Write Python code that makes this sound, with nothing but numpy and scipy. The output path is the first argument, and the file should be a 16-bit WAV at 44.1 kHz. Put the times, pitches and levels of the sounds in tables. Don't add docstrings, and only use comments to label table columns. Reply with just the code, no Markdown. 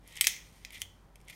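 import sys
import numpy as np
from scipy import signal
from scipy.fft import rfft, irfft
from scipy.io import wavfile

SR = 44100
rng = np.random.default_rng(int(sys.argv[2]) if len(sys.argv) > 2 else 0)


def master_out(mix):
    frames = np.transpose(np.atleast_2d(mix))
    ceiling = np.clip(frames, -1, 1)
    pcm = np.round(ceiling * 32767).astype(np.int16)
    wavfile.write(sys.argv[1], SR, pcm)


N = 59535

# start in seconds, part that knocks, knock level in dB,
# chatter level in dB, chatter tilt in dB per octave, shell ring in dB, room tail in dB.
CLICK_EVENTS = [(0.2104, "latch", -16, -26, 2.5, -33, -10), (0.2427, "slider", -26, -34, 11, -54, -2),
                (0.2696, "stop", -16, -20, 3, -32, -9), (0.6490, "slider", -38, -45, -1, -49.5, -10.5),
                (0.8176, "lock", -29.5, -33, 2, -51.5, -15)]
# start in seconds, level in dB, tilt in dB per octave.
TICK_EVENTS = [(0.0761, -50.5, 4.5), (0.125, -52.5, -3), (0.1561, -49, 1), (0.1673, -43, 0.5),
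               (0.1722, -39.5, -5.5), (0.2108, -23.5, -3), (0.2134, -26, 1), (0.2476, -30.5, 1),
               (0.2714, -23, -3.5), (0.2771, -26.5, 0.5), (0.3638, -42.5, -8), (0.7055, -47.5, -6),
               (0.7233, -47.5, 22), (0.7303, -51, 5), (0.779, -53, 0), (0.8032, -52, 2), (0.813, -49.5, 13),
               (1.1567, -51.5, -2.5), (1.2028, -62.5, -5.5), (1.2135, -61.5, 0), (1.2503, -68, 4),
               (1.2825, -47.5, -4), (1.2985, -50.5, 11), (1.307, -53, -3.5)]
# time in seconds, scrape level in dB, fine grit level in dB.
SLIDE_LEVELS = [(0.0, -89, -83), (0.056, -69, -74.5), (0.085, -62, -63.5), (0.145, -54, -64),
                (0.174, -47, -59), (0.204, -56, -61.5), (0.3, -60, -64), (0.499, -70, -67.5),
                (0.64, -68.5, -68), (0.69, -65.5, -78), (0.721, -57.5, -72), (0.745, -47.5, -54),
                (0.774, -48.5, -64.5), (0.791, -64, -61), (0.815, -57.5, -59), (0.858, -76.5, -72.5),
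                (1.14, -85.5, -85.5), (1.21, -79, -76.5), (1.268, -69, -80), (1.302, -43.5, -58),
                (1.32, -67, -68), (1.333, -53.5, -60.5), (1.35, -78, -61)]
# start in seconds, level in dB.
BLADE_BLOWS = [(0.2106, -38), (0.8181, -40)]
PART_RESONANCES = {"latch": [(1450, -20), (2080, -9), (2520, -8.5), (3120, -2), (3800, -6.5), (4600, -14),
                   (5380, -6.5), (7850, -2.5), (8150, 3), (9500, -5), (9920, -12), (11300, -3.5),
                   (11900, -5.5), (14500, -11), (15250, -7.5)], "stop": [(1950, -7), (2510, -1.5),
                   (3200, -6), (3730, -9.5), (4300, -8), (5450, 0), (5850, 0), (6580, 3), (7250, 0),
                   (7970, -4.5), (9270, 2.5), (11400, 0.5), (13200, -4.5), (15000, -7)],
                   "lock": [(2420, -7.5), (3080, 2.5), (3280, -7), (4550, -21), (5500, -13), (5980, -5),
                   (6500, -5), (8350, -10.5), (9200, -6), (11000, -26), (12100, -22), (14000, -17),
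                   (15400, -16)], "slider": [(2200, -2), (2480, 0), (3150, -4), (4000, -6.5), (4850, -3.5),
                   (5400, -7.5), (5900, -10.5), (6800, -6.5), (8200, -16), (10900, -21.5)]}
# frequency in Hz, relative level in dB, 60 dB decay in seconds.
SHELL_MODES = [(1782, -9, .28), (1914, -2, .28), (1952, -2, .26), (2040, -3, .26), (2101, 0, .28),
               (2436, -1, .2), (2586, -4, .16), (3182, -6, .3), (3698, -7, .22), (4260, -8, .25),
               (5570, -9, .2), (5680, -9, .32), (5780, -8, .18), (5889, -7, .2), (6492, -12, .3),
               (6965, -13, .3)]
# frequency in Hz, relative level in dB, 60 dB decay in seconds.
BLADE_MODES = [(3004, -8, .3), (3058, -3, .34), (3113, -5, .16), (3222, -5, .42), (3256, 0, .28),
               (3370, -8, .3), (3458, -4, .28), (6158, -17, .35)]
# frequency in Hz, relative level in dB.
THUMP_MODES = [(215, -4), (345, 2), (690, -2), (950, -0.5)]
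# frequency in Hz, relative level in dB per Hz.
CHATTER_SPECTRUM = [(100, -43), (600, -11.5), (1100, -17), (1550, -17.5), (2100, 8), (2800, -8.5),
                    (3250, 9), (4200, 1), (6000, 3.5), (9300, -1), (10400, -4.5), (11700, -2.5),
                    (15500, -7)]
# frequency in Hz, relative level in dB per Hz.
TICK_SPECTRUM = [(200, -36), (1300, -24.5), (1700, -11.5), (2150, 3), (2850, -7.5), (3300, 0), (4000, -8.5),
                 (6500, -1.5), (12000, -2), (15000, -20)]
# frequency in Hz, relative level in dB per Hz.
SCRAPE_SPECTRUM = [(200, -31.5), (1400, -18), (1650, -16), (1900, 3), (2300, 1), (2800, -5), (3250, -1),
                   (4200, -11.5), (5400, -17), (6800, -17), (7600, -19.5), (16000, -31)]
# frequency in Hz, relative level in dB per Hz.
GRIT_SPECTRUM = [(500, -36), (3000, -5.5), (5500, -0.5), (8000, -5.5), (9500, 1.5), (10400, -14.5),
                 (12000, -4), (15500, -16.5)]
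# frequency in Hz, 60 dB decay in seconds.
ROOM_DECAY = [(200, .35), (1300, 0.46), (3500, 0.37), (6500, 0.37), (10000, .22), (16000, 0.33)]
# frequency in Hz, relative level in dB per Hz.
AIR_SPECTRUM = [(25, -15), (50, -12), (75, -9.5), (105, -5.5), (125, -11), (160, -6), (220, -14),
                (500, -19.5), (1000, -21.5), (1800, -29), (3100, -37.5), (8000, -44), (16000, -48.5)]

KNOCK_T60_S, KNOCK_SPREAD_S, KNOCK_LOW_HZ = .008, .0006, 1440
SEAT_POWER = 1.3
CHATTER_T60_S, TICK_T60_S, CONTACT_RISE_S = .011, .012, .0003
GRAINS_PER_S, SCRAPE_SPREAD_DB, GRIT_SPREAD_DB = 2500, 3.5, 1
SCRAPE_RING_DB = -10
THUMP_S, THUMP_T60_S, THUMP_DB = 0.2703, .035, -47
EARLY_DB, EARLY_T60_S, SMALL_ROOM_DB = -10.5, .055, -14
SIDE_SHARE = 0.25
ROOM_TONE_DB = -61.5
HUM_HZ, HUM_DB, HUM_WAVER_DB = 49, -61, 2
BUMP_S, BUMP_RISE_S, BUMP_HZ, BUMP_DB = 0.815, .028, 88, -53
CUTOFF_HZ = 15900


def amp(db):
    return 10 ** (np.asarray(db) / 20)


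def decay(t, t60):
    return np.exp(-np.log(1000) * t / t60)


def unit(x):
    return x / np.sqrt(np.mean(x ** 2) + 1e-20)


def blow(x):
    return x * np.sqrt(.0025 * SR / (np.sum(x ** 2) + 1e-20))


def read(points, hz):
    f, value = np.transpose(points)
    return np.interp(np.log(hz + 1), np.log(f + 1), value)


def add(mix, s, sound):
    part = mix[max(0, round(s * SR)):][:len(sound)]
    part += sound[:len(part)]


def colour(x, points, tilt_db=0):
    hz = abs(np.fft.fftfreq(4096, 1 / SR))
    octaves = np.log2(np.maximum(hz, 2000) / 2000)
    log_gain = np.log(amp(read(points, hz) + tilt_db * octaves))
    taps = np.fft.ifft(np.exp(np.conj(signal.hilbert(log_gain)))).real
    return signal.fftconvolve(x, taps[:len(taps) // 2])[:len(x)]


def click(part, knock_db, chatter_db, tilt_db, shell_db, room_db):
    direct, sides = np.zeros((2, SR * 3 // 4))
    add(direct, 0, amp(knock_db) * knock(PART_RESONANCES[part]))
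    add(direct, 0, amp(chatter_db) * chatter(CHATTER_T60_S, CHATTER_SPECTRUM, tilt_db))
    add(direct, 0, amp(shell_db) * ring(SHELL_MODES))
    impulse = signal.unit_impulse(SR // 20)
    add(sides, 0, amp(knock_db) * blow(colour(impulse, CHATTER_SPECTRUM, tilt_db)))
    front_room = np.sqrt(1 - SIDE_SHARE) * room(direct, room_db)
    side_room = np.sqrt(SIDE_SHARE) * room(sides, room_db)
    return direct + front_room + side_room


def knock(modes):
    t = np.arange(SR // 20) / SR
    out = np.zeros(len(t))
    for hz, db in modes:
        age = np.maximum(t - KNOCK_SPREAD_S * rng.random(), 0)
        seating = np.exp(-np.log(1000) * (age / KNOCK_T60_S) ** SEAT_POWER)
        out += amp(db) * seating * np.sin(2 * np.pi * hz * age)
    highpass = signal.butter(3, KNOCK_LOW_HZ, "high", fs=SR, output="sos")
    return blow(signal.sosfilt(highpass, out))


def chatter(t60, spectrum, tilt_db):
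    t = np.arange(SR // 20) / SR
    rise = np.minimum(t / CONTACT_RISE_S, 1)
    contacts = rng.choice([-1., 1.], len(t)) * rise * decay(t, t60)
    return blow(colour(contacts, spectrum, tilt_db))


def ring(modes):
    t = np.arange(SR // 2) / SR
    out = np.zeros(len(t))
    for hz, db, t60 in modes:
        out += amp(db - 60 * t / t60) * np.sin(2 * np.pi * (hz * t + rng.random()))
    return blow(out)


def slide():
    t = np.arange(N) / SR
    s, scrape_db, grit_db = np.transpose(SLIDE_LEVELS)
    scrape = unit(colour(slips(SCRAPE_SPREAD_DB), SCRAPE_SPECTRUM)) * amp(np.interp(t, s, scrape_db))
    grit = unit(colour(slips(GRIT_SPREAD_DB), GRIT_SPECTRUM)) * amp(np.interp(t, s, grit_db))
    shell = unit(signal.fftconvolve(scrape, ring(SHELL_MODES))[:N]) * scrape.std()
    return scrape + grit + amp(SCRAPE_RING_DB) * shell


def slips(spread_db):
    size = amp(spread_db * np.minimum(rng.exponential(1, N), 4))
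    sign = rng.choice([-1., 1.], N)
    happens = rng.random(N) < GRAINS_PER_S / SR
    return unit(size * sign * happens)


def blade():
    out = np.zeros(N)
    for s, db in BLADE_BLOWS:
        add(out, s, amp(db) * ring(BLADE_MODES))
    return out


def ticks():
    out = np.zeros(N)
    for s, db, tilt_db in TICK_EVENTS:
        add(out, s, amp(db) * chatter(TICK_T60_S, TICK_SPECTRUM, tilt_db))
    return out


def thump():
    t = np.arange(SR // 10) / SR
    modes = sum(amp(db) * np.sin(2 * np.pi * (hz * t + rng.random())) for hz, db in THUMP_MODES)
    out = np.zeros(N)
    add(out, THUMP_S, amp(THUMP_DB) * blow(modes * decay(t, THUMP_T60_S)))
    return out


def room(x, wet_db):
    t = np.arange(SR // 2) / SR
    hz, age, bands = signal.stft(rng.standard_normal(len(t)), SR, nperseg=256)
    bands = bands * decay(age, read(ROOM_DECAY, hz)[:, None])
    tail = signal.istft(bands, SR, nperseg=256)[1][:len(t)]
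    tail = tail * np.clip(t / 0.0011 - 1, 0, 1)
    early = rng.standard_normal(len(t)) * (t > .002) * decay(t, EARLY_T60_S)
    echo = amp(wet_db) * tail / np.linalg.norm(tail)
    echo += amp(EARLY_DB) * early / np.linalg.norm(early)
    return signal.fftconvolve(x, echo)[:len(x)]


def background():
    t = np.arange(N) / SR
    air_gain = amp(read(AIR_SPECTRUM, np.fft.rfftfreq(N, 1 / SR)))
    air = unit(irfft(rfft(rng.standard_normal(N)) * air_gain, N))
    waver = unit(sum(np.sin(2 * np.pi * (hz * t + rng.random())) for hz in np.geomspace(2, 10, 10)))
    hum = unit(np.sin(2 * np.pi * (HUM_HZ * t + rng.random())) * amp(HUM_WAVER_DB * waver))
    age = np.maximum(t - BUMP_S, 0)
    swell = age / BUMP_RISE_S * np.exp(1 - age / BUMP_RISE_S)
    bump = swell * np.sin(2 * np.pi * BUMP_HZ * age)
    return amp(ROOM_TONE_DB) * air + amp(HUM_DB) * hum + amp(BUMP_DB) * bump


def scene():
    small = ticks() + slide() + blade() + thump()
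    out = small + room(small, SMALL_ROOM_DB) + background()
    for s, *hit in CLICK_EVENTS:
        add(out, s, click(*hit))
    return out[None]


def record(dry):
    lowpass = signal.firwin(255, CUTOFF_HZ, window=("kaiser", 9), fs=SR)
    return signal.oaconvolve(dry, lowpass[None], "same")


dry = scene()
out = record(dry)
master_out(out)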